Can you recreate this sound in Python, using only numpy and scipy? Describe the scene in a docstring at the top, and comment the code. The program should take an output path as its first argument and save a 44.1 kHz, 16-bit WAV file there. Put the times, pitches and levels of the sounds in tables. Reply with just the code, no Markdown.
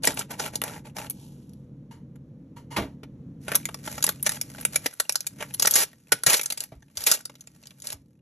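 """Plastic wrap, stretched by fingers, snaps again and again and rips off in three pulls: runs of tiny
fractures ring the film and thump a cardboard mailer. Before that a knife picks and scrapes at packing
tape (stick-slip grains, tip nicks) and is put down on the table (damped modes). Bumps, dents and
rustling surround it. Close to a two-port microphone, in a small dry room with a low drone."""
import sys
import numpy as np
from scipy import signal
from scipy.fft import rfft, irfft, next_fast_len
from scipy.io import wavfile
from scipy.ndimage import uniform_filter1d

SR = 44100
rng = np.random.default_rng(int(sys.argv[2]) if len(sys.argv) > 2 else 0)


def unload_audio(sound):
    """Save the sound as a 16-bit wav file, at the path given as the first command line argument."""
    columns = np.transpose(np.atleast_2d(sound))
    # keep every value between -1 and 1, then stretch to whole-number steps
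    steps = np.round(np.clip(columns, -1, 1) * 32767)
    wavfile.write(sys.argv[1], SR, steps.astype(np.int16))


N = 362061
TIME_S = np.arange(N) / SR

# low room noise: hz, level_db
DRONE_SPECTRUM = [(12, -50), (25, -24), (60, -10), (100, -7), (140, -1), (200, -3), (290, -7), (340, -15),
                  (400, -23), (480, -17), (700, -35), (1000, -38), (1500, -46), (4000, -55), (16000, -61)]
# drone level over time: s, level_db
DRONE_LEVEL = [(0, -43), (2.2, -46), (3.3, -43), (4.84, -45.5), (4.92, -64.5), (5.22, -60), (5.34, -47.5),
               (5.7, -49.5), (5.9, -59), (8.21, -57)]
# hum in the drone: pitch_hz, level_re_drone_db
HUM_TONES = [(137, -6.5), (272.6, -20.5)]
# blade drags along the taped edge: start_s, length_s, level_db, body_re_level_db
BLADE_STROKES = [(0.041, 0.07, -28, -4), (0.173, 0.032, -32, -1.5), (0.307, 0.029, -39, 3.5),
                 (0.395, .078, -31.5, 0), (0.537, .012, -42, 3.5), (0.641, .138, -39, 3.5),
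                 (0.854, 0.02, -49, 4), (0.966, 0.096, -40, 2.5)]
# blade slides out of the slit: s, level_db
BLADE_WITHDRAWAL = [(1.085, -73), (1.15, -59.5), (1.24, -53.5), (1.31, -60.5), (1.6, -73.5), (1.7, -85)]
# blade on tape: hz, level_db
BLADE_HISS_SPECTRUM = [(700, -29), (1800, -8.5), (3000, 2), (4600, -2.5), (5600, -2), (8500, 0),
                       (11000, -1), (16000, -5.5)]
# cardboard under the blade: hz, level_db
BLADE_BODY_SPECTRUM = [(100, -21.5), (300, -3), (550, -1), (900, 4), (1200, -7), (1500, -4.5), (2300, -3),
                       (4000, -15.5), (8000, -47)]
# knife tip nicks the tape: start_s, level_db, split_s, bright_db, ring_hz, ring_re_level_db
TAPE_NICKS = [(0.034, -29.5, 0.005, -4, 2500, -11), (0.0524, -24.5, 0.00078, 4, 2560, -16),
              (0.0724, -16.5, 0.0043, -3.5, 1890, -5.5), (0.1416, -37, 0.0065, 17, 1270, -27),
              (0.192, -28, .005, 3, 2580, -19), (0.309, -37, .009, 5, 1080, -2),
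              (0.3956, -31.5, 0.0096, -9, 1310, -1), (0.5556, -28, .0006, -8.5, 2930, -12),
              (0.6166, -29, 0.00078, 3, 990, 0), (0.6382, -29, .0007, 6, 1000, -8),
              (0.9666, -39.5, 0.0029, -1, 1007, -2), (0.984, -38.5, 0.0044, -1, 1010, -1),
              (1.0986, -29, 0.0025, 15, 2490, -25), (1.107, -31.5, .0006, 14, 2420, -19.5),
              (1.494, -61, .0014, 5, 2480, -19.5), (1.534, -60.5, 0.0011, 1.5, 2520, -9.5)]
# mailer and knife bump table and hands: start_s, push_db, thud_db, clatter_db, contact_s
TABLE_KNOCKS = [(0.073, -46, -28.5, -37, 0.0059), (2.762, -41, -27, -21, 0.0058),
                (2.78, -33.5, -23, -38.5, 0.0078), (2.815, -33, -41, -38.5, 0.0058),
                (3.032, -61.5, -37, -40, 0.0017), (3.936, -42.5, -46, -65, 0.0065),
                (4.859, -45, -25, -32, 0.001), (6.121, -33, -35.5, -44.5, 0.0032),
                (6.263, -28.5, -37, -48.5, 0.0031), (6.718, -39.5, -41.5, -51, 0.0037),
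                (6.747, -45, -65, -69, 0.008), (6.971, -46, -71, -55, 0.0063),
                (7.93, -44.5, -48.5, -58, 0.0067)]
# table resonances: hz, width_hz, level_db
TABLE_RESONANCES = [(212, 15, -10.5), (277, 9.8, 4.5), (593, 100, -26.5)]
# clatter of a bump: hz, level_db
CLATTER_SPECTRUM = [(250, -31.5), (550, -3.5), (900, -2), (1200, -2), (1700, -6.5), (2150, -4.5),
                    (3400, -10.5), (5200, -15.5), (9000, -27)]
# knife grazes the table as it is laid down: start_s, level_db, rise_s, decay_s
KNIFE_GRAZES = [(1.909, -48.5, 0.0033, 0.034), (2.561, -46.5, 0.0081, 0.028), (2.703, -40.5, 0.015, 0.063)]
# knife resonances: hz, width_hz, level_db
KNIFE_RESONANCES = [(940, 46, 2.5), (1900, 590, -13.5), (2940, 280, -9.5), (4220, 520, -21.5),
                    (6300, 4500, -22.5), (10000, 980, -24.5)]
# cardboard dents under the fingers with a dull crunch: start_s, level_db, ring_hz
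CARDBOARD_DENTS = [(2.157, -63, 1273), (3.4816, -34.5, 1360), (3.5177, -31, 1720), (3.5457, -32.5, 1120),
                   (3.688, -39.5, 1250), (3.8749, -35.5, 1380), (3.9792, -37, 1260), (4.0756, -35.5, 1920),
                   (4.367, -44.5, 1420), (4.5818, -44, 1920), (5.406, -38.5, 2680), (5.6494, -28.5, 1420),
                   (5.93, -57, 1870), (6.8228, -59, 1720), (7.2959, -49.5, 1060)]
# fingers slide over the wrap or pull it taut: start_s, length_s, level_db, body_re_level_db
FINGER_RUBS = [(3.492, 0.071, -43, 6), (3.858, .13, -41.5, -8.5), (4.256, .11, -37, -7),
               (4.743, 0.013, -38.5, -6), (4.844, 0.0098, -42.5, -4), (5.406, .025, -42, 5.5),
               (5.613, 0.16, -33, -8), (6.355, 0.025, -26.5, -14), (6.61, 0.017, -38, -7),
               (6.987, 0.07, -36, -9), (7.849, .075, -41, -8)]
# wrap rustles while held: s, level_db
WRAP_HANDLING = [(3.39, -77), (3.435, -55), (3.8, -57), (4.08, -47.5), (4.19, -59), (4.35, -57),
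                 (4.52, -50), (4.82, -52), (4.95, -56.5), (5.33, -61), (5.52, -52.5), (6.031, -68.5),
                 (6.449, -49), (6.82, -76), (7.17, -47.5), (7.28, -71), (7.699, -62), (8.2, -85.5)]
# stretched wrap snaps: start_s, level_db, split_s, bright_db, ring_hz, ring_re_level_db
WRAP_SNAPS = [(3.553, -10.5, .006, 11, 1230, -21), (3.6545, -27, 0.00067, -3.5, 2150, -6),
              (3.7431, -34.5, 0.0037, -2.5, 1130, -5), (4.0257, -22.5, 0.0027, 0.5, 1440, -17),
              (4.04, -17, .004, 0, 990, -11.5), (4.0656, -20.5, .0006, 2, 1830, -21),
              (4.0907, -17.5, 0.00059, 7, 1270, -10.5), (4.2273, -22, .0025, 20.5, 1010, -27.5),
              (4.2633, -18, 0.0099, -0.5, 1940, -4), (4.293, -23, .0006, -3, 1920, -10.5),
              (4.4129, -23, 0.00054, 3, 2390, -17), (4.61, -33.5, 0.0039, 14, 1450, -14),
              (4.651, -17.5, 0.0026, 5, 2300, -11.5), (4.7584, -16.5, 0.0037, 3, 2380, -8.5),
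              (4.8596, -21.5, 0.007, -1.5, 1970, -5.5), (4.937, -40.5, 0.0017, 13.5, 1440, -16),
              (4.9993, -17.5, 0.0046, -0.5, 1380, -10), (5.094, -20.5, .0025, 2.5, 2350, -6.5),
              (5.1233, -27.5, .0007, 5.5, 1490, -26), (5.1559, -19.5, 0.0017, -6.5, 1410, -14.5),
              (5.2058, -30, 0.0012, .5, 2420, -15.5), (5.267, -24, 0.0049, 1, 2430, -15.5),
              (5.5392, -28.5, 0.0086, 6.5, 3030, -17), (5.5966, -20, 0.0044, -4.5, 1100, -15.5),
              (5.6228, -16, .005, -1.5, 2730, -12.5), (5.656, -17, 0.0026, -2, 1850, -21),
              (5.6709, -13.5, .0067, 1, 1780, -9), (5.7099, -17, .0036, 4, 3100, -23),
              (5.7384, -17, .0038, -0.5, 1400, -20), (5.7552, -12.5, 0.008, 4.5, 1830, -11),
              (6.12, -11.5, 0.0089, -1, 1580, -4.5), (6.2351, -24, .0017, 3, 1410, -12),
              (6.2635, -11.5, .0073, -1.5, 1820, -10.5), (6.298, -17, 0.0084, 0.5, 2500, -9),
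              (6.3306, -17, .006, -0.5, 2080, -8.5), (6.3399, -18, .006, -2, 2170, -6.5),
              (6.3943, -28, 0.0028, 2.5, 2730, -3), (6.4126, -24.5, .005, 4, 2300, -13.5),
              (6.4327, -29, .005, 6.5, 1400, -21), (6.4586, -24.5, 0.0036, .5, 1420, -21),
              (6.5017, -25, 0.0065, 2.5, 2650, -10.5), (6.522, -24.5, 0.0049, 6, 2050, -12.5),
              (6.5746, -32, 0.0069, -2.5, 2560, -11), (6.605, -26.5, 0.0016, 3, 2760, -14.5),
              (6.6373, -33, .0016, 11, 2970, -24), (6.971, -28.5, 0.0082, -2.5, 3000, -11),
              (7.0389, -28.5, .0013, 2.5, 2840, -23), (7.0649, -13, .012, 3, 2350, -10.5),
              (7.1143, -11.5, .01, 0.5, 1430, -15.5), (7.208, -46.5, .002, 2, 2400, -16),
              (7.2537, -31.5, 0.0055, -0.5, 1360, -18), (7.3538, -52.5, .0006, -10.5, 2910, -2.5),
              (7.408, -41.5, 0.0025, 3, 2610, -21.5), (7.472, -47, 0.0029, -10, 2460, -5),
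              (7.636, -54.5, .001, -17, 2600, -3), (7.6562, -50, 0.0017, -15, 3080, -6),
              (7.6707, -44.5, .0011, -8, 2900, -12.5), (7.707, -52, 0.0032, -4, 2700, -2),
              (7.801, -49, 0.0005, -11, 3080, -12.5), (7.8208, -39, .0006, -2.5, 3080, -25),
              (7.87, -29, .0006, 3, 2710, -23), (7.9028, -35, .0006, -6, 2730, -9),
              (7.9283, -32, .0006, 4, 1007, -13)]
# running rips: start_s, length_s, level_db, body_re_level_db
WRAP_RIPS = [(5.763, 0.072, -16.5, -11.5), (6.273, .078, -18, -7.5), (7.069, 0.082, -20, -13.5)]
# fractures and wrap hiss: hz, level_db
CRACK_SPECTRUM = [(600, -44.5), (1800, -15.5), (3200, -7), (4800, -1), (6300, 0), (9000, 2.5), (11000, 2),
                  (16000, -1.5)]
# ring of the film: hz, level_db
FILM_SPECTRUM = [(450, -26.5), (950, -5), (1500, -1), (2800, -1), (3600, -4), (6000, -38.5)]
# thump of box or table: hz, level_db
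THUMP_SPECTRUM = [(60, -27.5), (170, -1), (300, -4.5), (600, 5), (850, -0.5), (1200, -10.5), (2500, -46)]
# body under the wrap, also the rub of a graze: hz, level_db
WRAP_BODY_SPECTRUM = [(80, -17.5), (280, -5), (600, 5), (850, 0), (1100, 2.5), (1450, 1.5), (2100, 2),
                      (3000, -4), (6000, -52)]
# hollow mailer resonances: hz, width_hz, level_db
BOX_RESONANCES = [(300, 30, -6), (845, 50, -4), (1500, 50, -8), (602, 28, -9.5)]
# room decay: hz, t60_s
ROOM_DECAY = [(200, 0.3), (1000, 0.22), (4000, 0.23), (12000, 0.16)]
# microphone response: hz, level_db
MIC_RESPONSE = [(20, -2), (11600, 0.5), (12400, -8), (13200, -12), (14000, -27.5), (15700, -24)]
# phase between the ports: hz, left_lead_rad
PORT_LEAD = [(20, 0), (860, 0), (1120, -1.2), (1380, 0), (2800, .7), (4050, .7), (4600, 2), (5100, 4.2),
             (5600, 6.1), (6300, 6.45), (8000, 8.8), (8700, 9.35), (9400, 9.5), (12000, 12.5),
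             (13600, 12.7), (14700, 15.6)]
# likeness of the ports: hz, correlation_0_to_1
PORT_CORRELATION = [(20, .998), (250, .996), (750, .93), (1120, .55), (1500, .97), (2000, .95), (2800, .55),
                    (3800, .8), (4700, .75), (6000, .97), (7200, .9), (9000, .997), (10500, .94),
                    (13000, .97)]

DENT_SPLIT_S, DENT_BRIGHT_DB, DENT_RING_RE_LEVEL_DB = 0.006, -2.5, 1
PUSH_HZ, PUSH_CONTACT_S, PUSH_LAW = 130, 0.0037, 0.99  # longer contact, lower push
DECAY_PER_CONTACT, SCUFF_RE_CLATTER_DB = 3.77, -11.5
CEILING, EDGE_HZ = 0.85, 15900


def amp(db):
    """Decibels to amplitude."""
    return 10 ** (np.asarray(db) / 20)


def read(points, hz):
    """A table read on a log-frequency axis."""
    table_hz, value = np.transpose(points)
    return np.interp(np.log(hz + 1), np.log(table_hz + 1), value)


def evened(x):
    """Scales to RMS 1."""
    return x / np.sqrt(np.mean(x ** 2) + 1e-20)


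def as_click(x):
    """Scales a short sound to the energy of 10 ms at full level per channel."""
    return x / np.sqrt(np.sum(x ** 2) / len(x) / (SR / 100) + 1e-20)


def add(mix, start_s, sound):
    """Mixes a sound in at its start time, cut at the end of the mix."""
    part = mix[:, max(round(start_s * SR), 0):][:, :sound.shape[1]]
    part += sound[:, :part.shape[1]]


def convolve(x, response):
    """Filters each channel, length unchanged."""
    return signal.fftconvolve(x, np.atleast_2d(response), axes=1)[:, :x.shape[1]]


def colour(points, size=4096):
    """Causal minimum-phase impulse response of a spectrum, by folding its cepstrum."""
    level_db = read(points, np.fft.rfftfreq(size, 1 / SR))
    cepstrum = irfft(np.log(amp(level_db)))
    cepstrum[1:size // 2] *= 2
    cepstrum[size // 2 + 1:] = 0
    return irfft(np.exp(rfft(cepstrum)))[:size // 2]


def resonate(x, hz, width_hz):
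    """One resonance of peak gain 1."""
    return signal.lfilter(*signal.iirpeak(hz, hz / width_hz, SR), x)


def drone(waver_hz=5):
    """Low room noise with a hum whose pitch wavers at random."""
    air = evened(convolve(rng.standard_normal((2, N)), colour(DRONE_SPECTRUM)))
    for hz, db in HUM_TONES:
        drift = evened(uniform_filter1d(rng.standard_normal(N), size=3000))
        phase = 2 * np.pi * np.cumsum(hz + waver_hz * drift) / SR
        air = air + amp(db) * np.sqrt(2) * np.sin(phase)
    return air * amp(np.interp(TIME_S, *np.transpose(DRONE_LEVEL)))


def stroke(start_s, length_s, db, body_db, attack_s, sag_db_per_s, release_s, depth_db=30):
    """One movement bites, eases off and lets go: rows of s, level_db, body_re_level_db."""
    end_s = start_s + length_s
    eased_db = db - sag_db_per_s * length_s
    return [(start_s - attack_s, db - depth_db, body_db), (start_s, db, body_db),
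            (end_s, eased_db, body_db), (end_s + release_s, eased_db - depth_db, body_db)]


def friction(curve, hiss, body, slips_per_s, spread_db, slip_s, smooth, hiss_trim_db, body_trim_db):
    """Dense stick-slip grains of uneven size hiss in the film and sound the cardboard under it."""
    s, level_db, body_db = np.transpose(curve)
    t = np.arange(s[0], s[-1], 1 / SR)
    sizes = amp(spread_db * np.minimum(rng.exponential(1, len(t)), 4))
    slips = sizes * (rng.random(len(t)) < slips_per_s / SR)
    power = signal.lfilter([1], [1, -np.exp(-2 / (slip_s * SR))], slips ** 2)
    # smooth: steady power under the grains
    envelope = np.sqrt(power / (power.mean() + 1e-12) + smooth)
    grains = rng.standard_normal((2, len(t))) * envelope
    drive = amp(np.interp(t, s, level_db)) * signal.windows.tukey(len(t), 0.01)
    top = amp(hiss_trim_db) * evened(convolve(grains, colour(hiss)))
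    low = amp(np.interp(t, s, body_db) + body_trim_db) * evened(convolve(grains, colour(body)))
    out = np.zeros((2, N))
    add(out, s[0], drive * (top + low))
    return out


def snap(split_s, bright_db, ring_hz, ring_db, crack_trim_db, thump_re_ring_db,
         rise_s=0.0001, fall_s=0.0016, sag=0.3, flutter_db=-18, flutter_s=0.009, spiky_db=4.5,
         ring_width_hz=230, broad_db=-8, facet_width_hz=300, facet_db=5):
    """A quick run of tiny fractures rings the film and thumps the box."""
    t = np.arange(SR // 12) / SR
    fall = np.exp(-np.maximum(t - split_s, 0) / fall_s - sag * np.minimum(t / split_s, 1))
    splitting = np.minimum(t / rise_s, 1) * fall
    fractures = amp(spiky_db * evened(uniform_filter1d(rng.standard_normal(len(t)), size=14)))
    flutter = amp(flutter_db) * np.exp(-t / flutter_s)
    burst = rng.standard_normal((2, len(t))) * (splitting * fractures + flutter)
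    # small creased facets ping at a different pitch every time
    facets = sum(resonate(burst, hz, facet_width_hz) for hz in rng.uniform(3800, 12000, size=3))
    # thinner, tighter film snaps brighter
    tilt = colour([(7000, 0), (10500, bright_db)], size=256)
    pinging = convolve(burst + amp(facet_db) * facets, tilt)
    crack = amp(crack_trim_db) * as_click(convolve(pinging, colour(CRACK_SPECTRUM)))
    film = resonate(burst, ring_hz, ring_width_hz) + amp(broad_db) * burst
    ringing = as_click(convolve(film, colour(FILM_SPECTRUM)))
    thump = amp(thump_re_ring_db) * as_click(convolve(burst, colour(THUMP_SPECTRUM)))
    return crack + amp(ring_db) * (ringing + thump)


def catches(move, per_s, above_db, spread_db, split_s, ring_db, low_hz, high_hz):
    """Small pops at random moments, of twelve random pitches, louder while the hand works harder."""
    out = np.zeros((2, N))
    s, level_db = np.transpose(move)[:2]
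    span_s = s[-1] - s[0]
    pops = [snap(split_s, 0, hz, ring_db, crack_trim_db=-1.5, thump_re_ring_db=-7)
            for hz in rng.uniform(low_hz, high_hz, size=12)]
    for when, which, strength in rng.random((int(per_s * span_s), 3)):
        at_s = s[0] + when * span_s
        db = np.interp(at_s, s, level_db) + above_db - spread_db * np.log(1 - strength)
        add(out, at_s, amp(db) * pops[int(which * len(pops))])
    return out


def blade(withdrawal_body_db=-6):
    """The knife edge grates through tape in short strokes, catching on its fibres, then slides out."""
    cuts = [stroke(*row, attack_s=0.02, sag_db_per_s=59, release_s=0.055) for row in BLADE_STROKES]
    leaving = [(s, db, withdrawal_body_db) for s, db in BLADE_WITHDRAWAL]
    grating = sum(friction(move, BLADE_HISS_SPECTRUM, BLADE_BODY_SPECTRUM, slips_per_s=1900,
                           spread_db=3.5, slip_s=0.0006, smooth=0.45,
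                           hiss_trim_db=-0.9, body_trim_db=-4)
                  for move in cuts + [leaving])
    whole_cut = sorted(sum(cuts, []))
    return grating + catches(whole_cut, per_s=60, above_db=-7, spread_db=2, split_s=0.0015,
                             ring_db=0, low_hz=811, high_hz=3230)


def nicks():
    """The knife tip splits the tape and presses on the box, which thumps."""
    out = np.zeros((2, N))
    for start_s, db, *shape in TAPE_NICKS:
        add(out, start_s, amp(db) * snap(*shape, crack_trim_db=2.5, thump_re_ring_db=-3))
    return out


def contact(sound, rise_s, decay_s):
    """Shapes a vibration by a contact that builds up and dies away, at full level on its crest."""
    t = np.arange(sound.shape[1]) / SR
    pressure = np.minimum(t / rise_s, 1) * np.exp(-np.maximum(t - rise_s, 0) / decay_s)
    return evened(sound * pressure) * np.sqrt(np.mean(pressure ** 2))


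def knocks():
    """Blunt contacts: a low push, the table's modes, a clatter and a scuff."""
    out = np.zeros((2, N))
    for start_s, push_db, thud_db, clatter_db, contact_s in TABLE_KNOCKS:
        force = rng.standard_normal((2, SR // 3))
        push_hz = PUSH_HZ * (PUSH_CONTACT_S / contact_s) ** PUSH_LAW
        width_hz = 0.41 * push_hz
        push = resonate(resonate(force[:1], push_hz, width_hz), push_hz, width_hz)
        table = sum(amp(db) * resonate(force[:1], hz, width) for hz, width, db in TABLE_RESONANCES)
        parts = [(push_db, push),
                 (thud_db, convolve(table, colour(THUMP_SPECTRUM))),
                 (clatter_db, convolve(force, colour(CLATTER_SPECTRUM))),
                 (clatter_db + SCUFF_RE_CLATTER_DB, convolve(force, colour(BLADE_HISS_SPECTRUM)))]
        decay_s = DECAY_PER_CONTACT * contact_s
        add(out, start_s, sum(amp(db) * contact(part, contact_s, decay_s) for db, part in parts))
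    return out


def grazes(rub_db=-14):
    """Sliding on the table hisses and sets the knife's damped modes ringing."""
    out = np.zeros((2, N))
    for start_s, db, rise_s, decay_s in KNIFE_GRAZES:
        force = rng.standard_normal((2, SR // 4))
        ringing = sum(amp(mode_db) * resonate(force, hz, width_hz)
                      for hz, width_hz, mode_db in KNIFE_RESONANCES)
        rub = amp(rub_db) * convolve(force, colour(WRAP_BODY_SPECTRUM))
        add(out, start_s, amp(db) * contact(ringing + rub, rise_s, decay_s))
    return out


def dents():
    """Cardboard gives under the fingers: a dull crunch that thumps the box."""
    out = np.zeros((2, N))
    for start_s, db, ring_hz in CARDBOARD_DENTS:
        crunch = snap(DENT_SPLIT_S, DENT_BRIGHT_DB, ring_hz, DENT_RING_RE_LEVEL_DB,
                      crack_trim_db=-1, thump_re_ring_db=-2)
        add(out, start_s, amp(db) * crunch)
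    return out


def rustle(held_body_db=-6):
    """Loose wrap creases in sparse small ticks as the fingers hold it and slide."""
    moves = [stroke(*row, attack_s=0.035, sag_db_per_s=23.5, release_s=0.049) for row in FINGER_RUBS]
    moves.append([(s, db, held_body_db) for s, db in WRAP_HANDLING])
    return sum(friction(move, CRACK_SPECTRUM, WRAP_BODY_SPECTRUM, slips_per_s=420, spread_db=5,
                        slip_s=0.0028, smooth=0.27, hiss_trim_db=2, body_trim_db=-1.5)
               for move in moves)


def creases():
    """Creases pop in the wrap while it is held."""
    return catches(WRAP_HANDLING, per_s=11, above_db=-1, spread_db=2.5, split_s=0.0014,
                   ring_db=0, low_hz=900, high_hz=3000)


def snaps():
    """Stretched wrap fractures and rings; lifted off, it hardly thumps the box."""
    out = np.zeros((2, N))
    for start_s, db, *shape in WRAP_SNAPS:
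        add(out, start_s, amp(db) * snap(*shape, crack_trim_db=1, thump_re_ring_db=-9.5))
    return out


def rips():
    """The stretched wrap gives way in a fast run of fractures."""
    pulls = [stroke(*row, attack_s=0.014, sag_db_per_s=37, release_s=0.024) for row in WRAP_RIPS]
    return sum(friction(pull, CRACK_SPECTRUM, WRAP_BODY_SPECTRUM, slips_per_s=2000, spread_db=0.5,
                        slip_s=0.0013, smooth=0.15, hiss_trim_db=-1, body_trim_db=-2)
               for pull in pulls)


def mailer(x):
    """The hollow box rings along with whatever rubs or cracks on it."""
    return x + sum(amp(db) * resonate(x, hz, width_hz) for hz, width_hz, db in BOX_RESONANCES)


def room(x, near_db=-9, near_t60_s=0.053, far_db=-23):
    """Quick reflections from table, hands and wall, then a faint room tail."""
    t = np.arange(SR // 2) / SR
    sparse = rng.random(len(t)) < 2500 / SR
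    taps = rng.standard_normal((2, len(t))) * sparse * (t > 0.002)
    near = taps * amp(-60 * t / near_t60_s)
    noise = rng.standard_normal((2, len(t))) * (t > 0.012)
    hz, at_s, bands = signal.stft(noise, SR, nperseg=256)
    decay = amp(-60 * at_s / read(ROOM_DECAY, hz)[:, None])
    far = signal.istft(bands * decay, SR, nperseg=256)[1][:, :len(t)]
    near_part = amp(near_db) * near / np.linalg.norm(near[0])
    far_part = amp(far_db) * far / np.linalg.norm(far[0])
    return convolve(x, near_part + far_part)


def scene():
    """Box-borne sounds, table contacts, their room, and the drone."""
    on_box = blade() + nicks() + dents() + rustle() + creases() + snaps() + rips()
    package = mailer(on_box) + knocks() + grazes()
    return package + room(package) + drone()


def record(dry):
    """Two nearly alike ports, shifted in phase; peaks are rounded off and the top falls steeply."""
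    size = next_fast_len(N + 4096)
    hz = np.fft.rfftfreq(size, 1 / SR)
    left, other = rfft(dry, size)
    same = np.clip(read(PORT_CORRELATION, hz), 0, 1)
    right = same * left + np.sqrt(1 - same ** 2) * other
    right = right * np.exp(-1j * read(PORT_LEAD, hz))
    pair = irfft(np.array([left, right]) * amp(read(MIC_RESPONSE, hz)), size)[:, :N]
    rounded = CEILING * np.tanh(pair / CEILING)
    lowpass = signal.firwin(511, EDGE_HZ, window=("kaiser", 9), fs=SR)
    return signal.oaconvolve(rounded, lowpass[None], "same", axes=1)


dry = scene()
out = record(dry)
unload_audio(out)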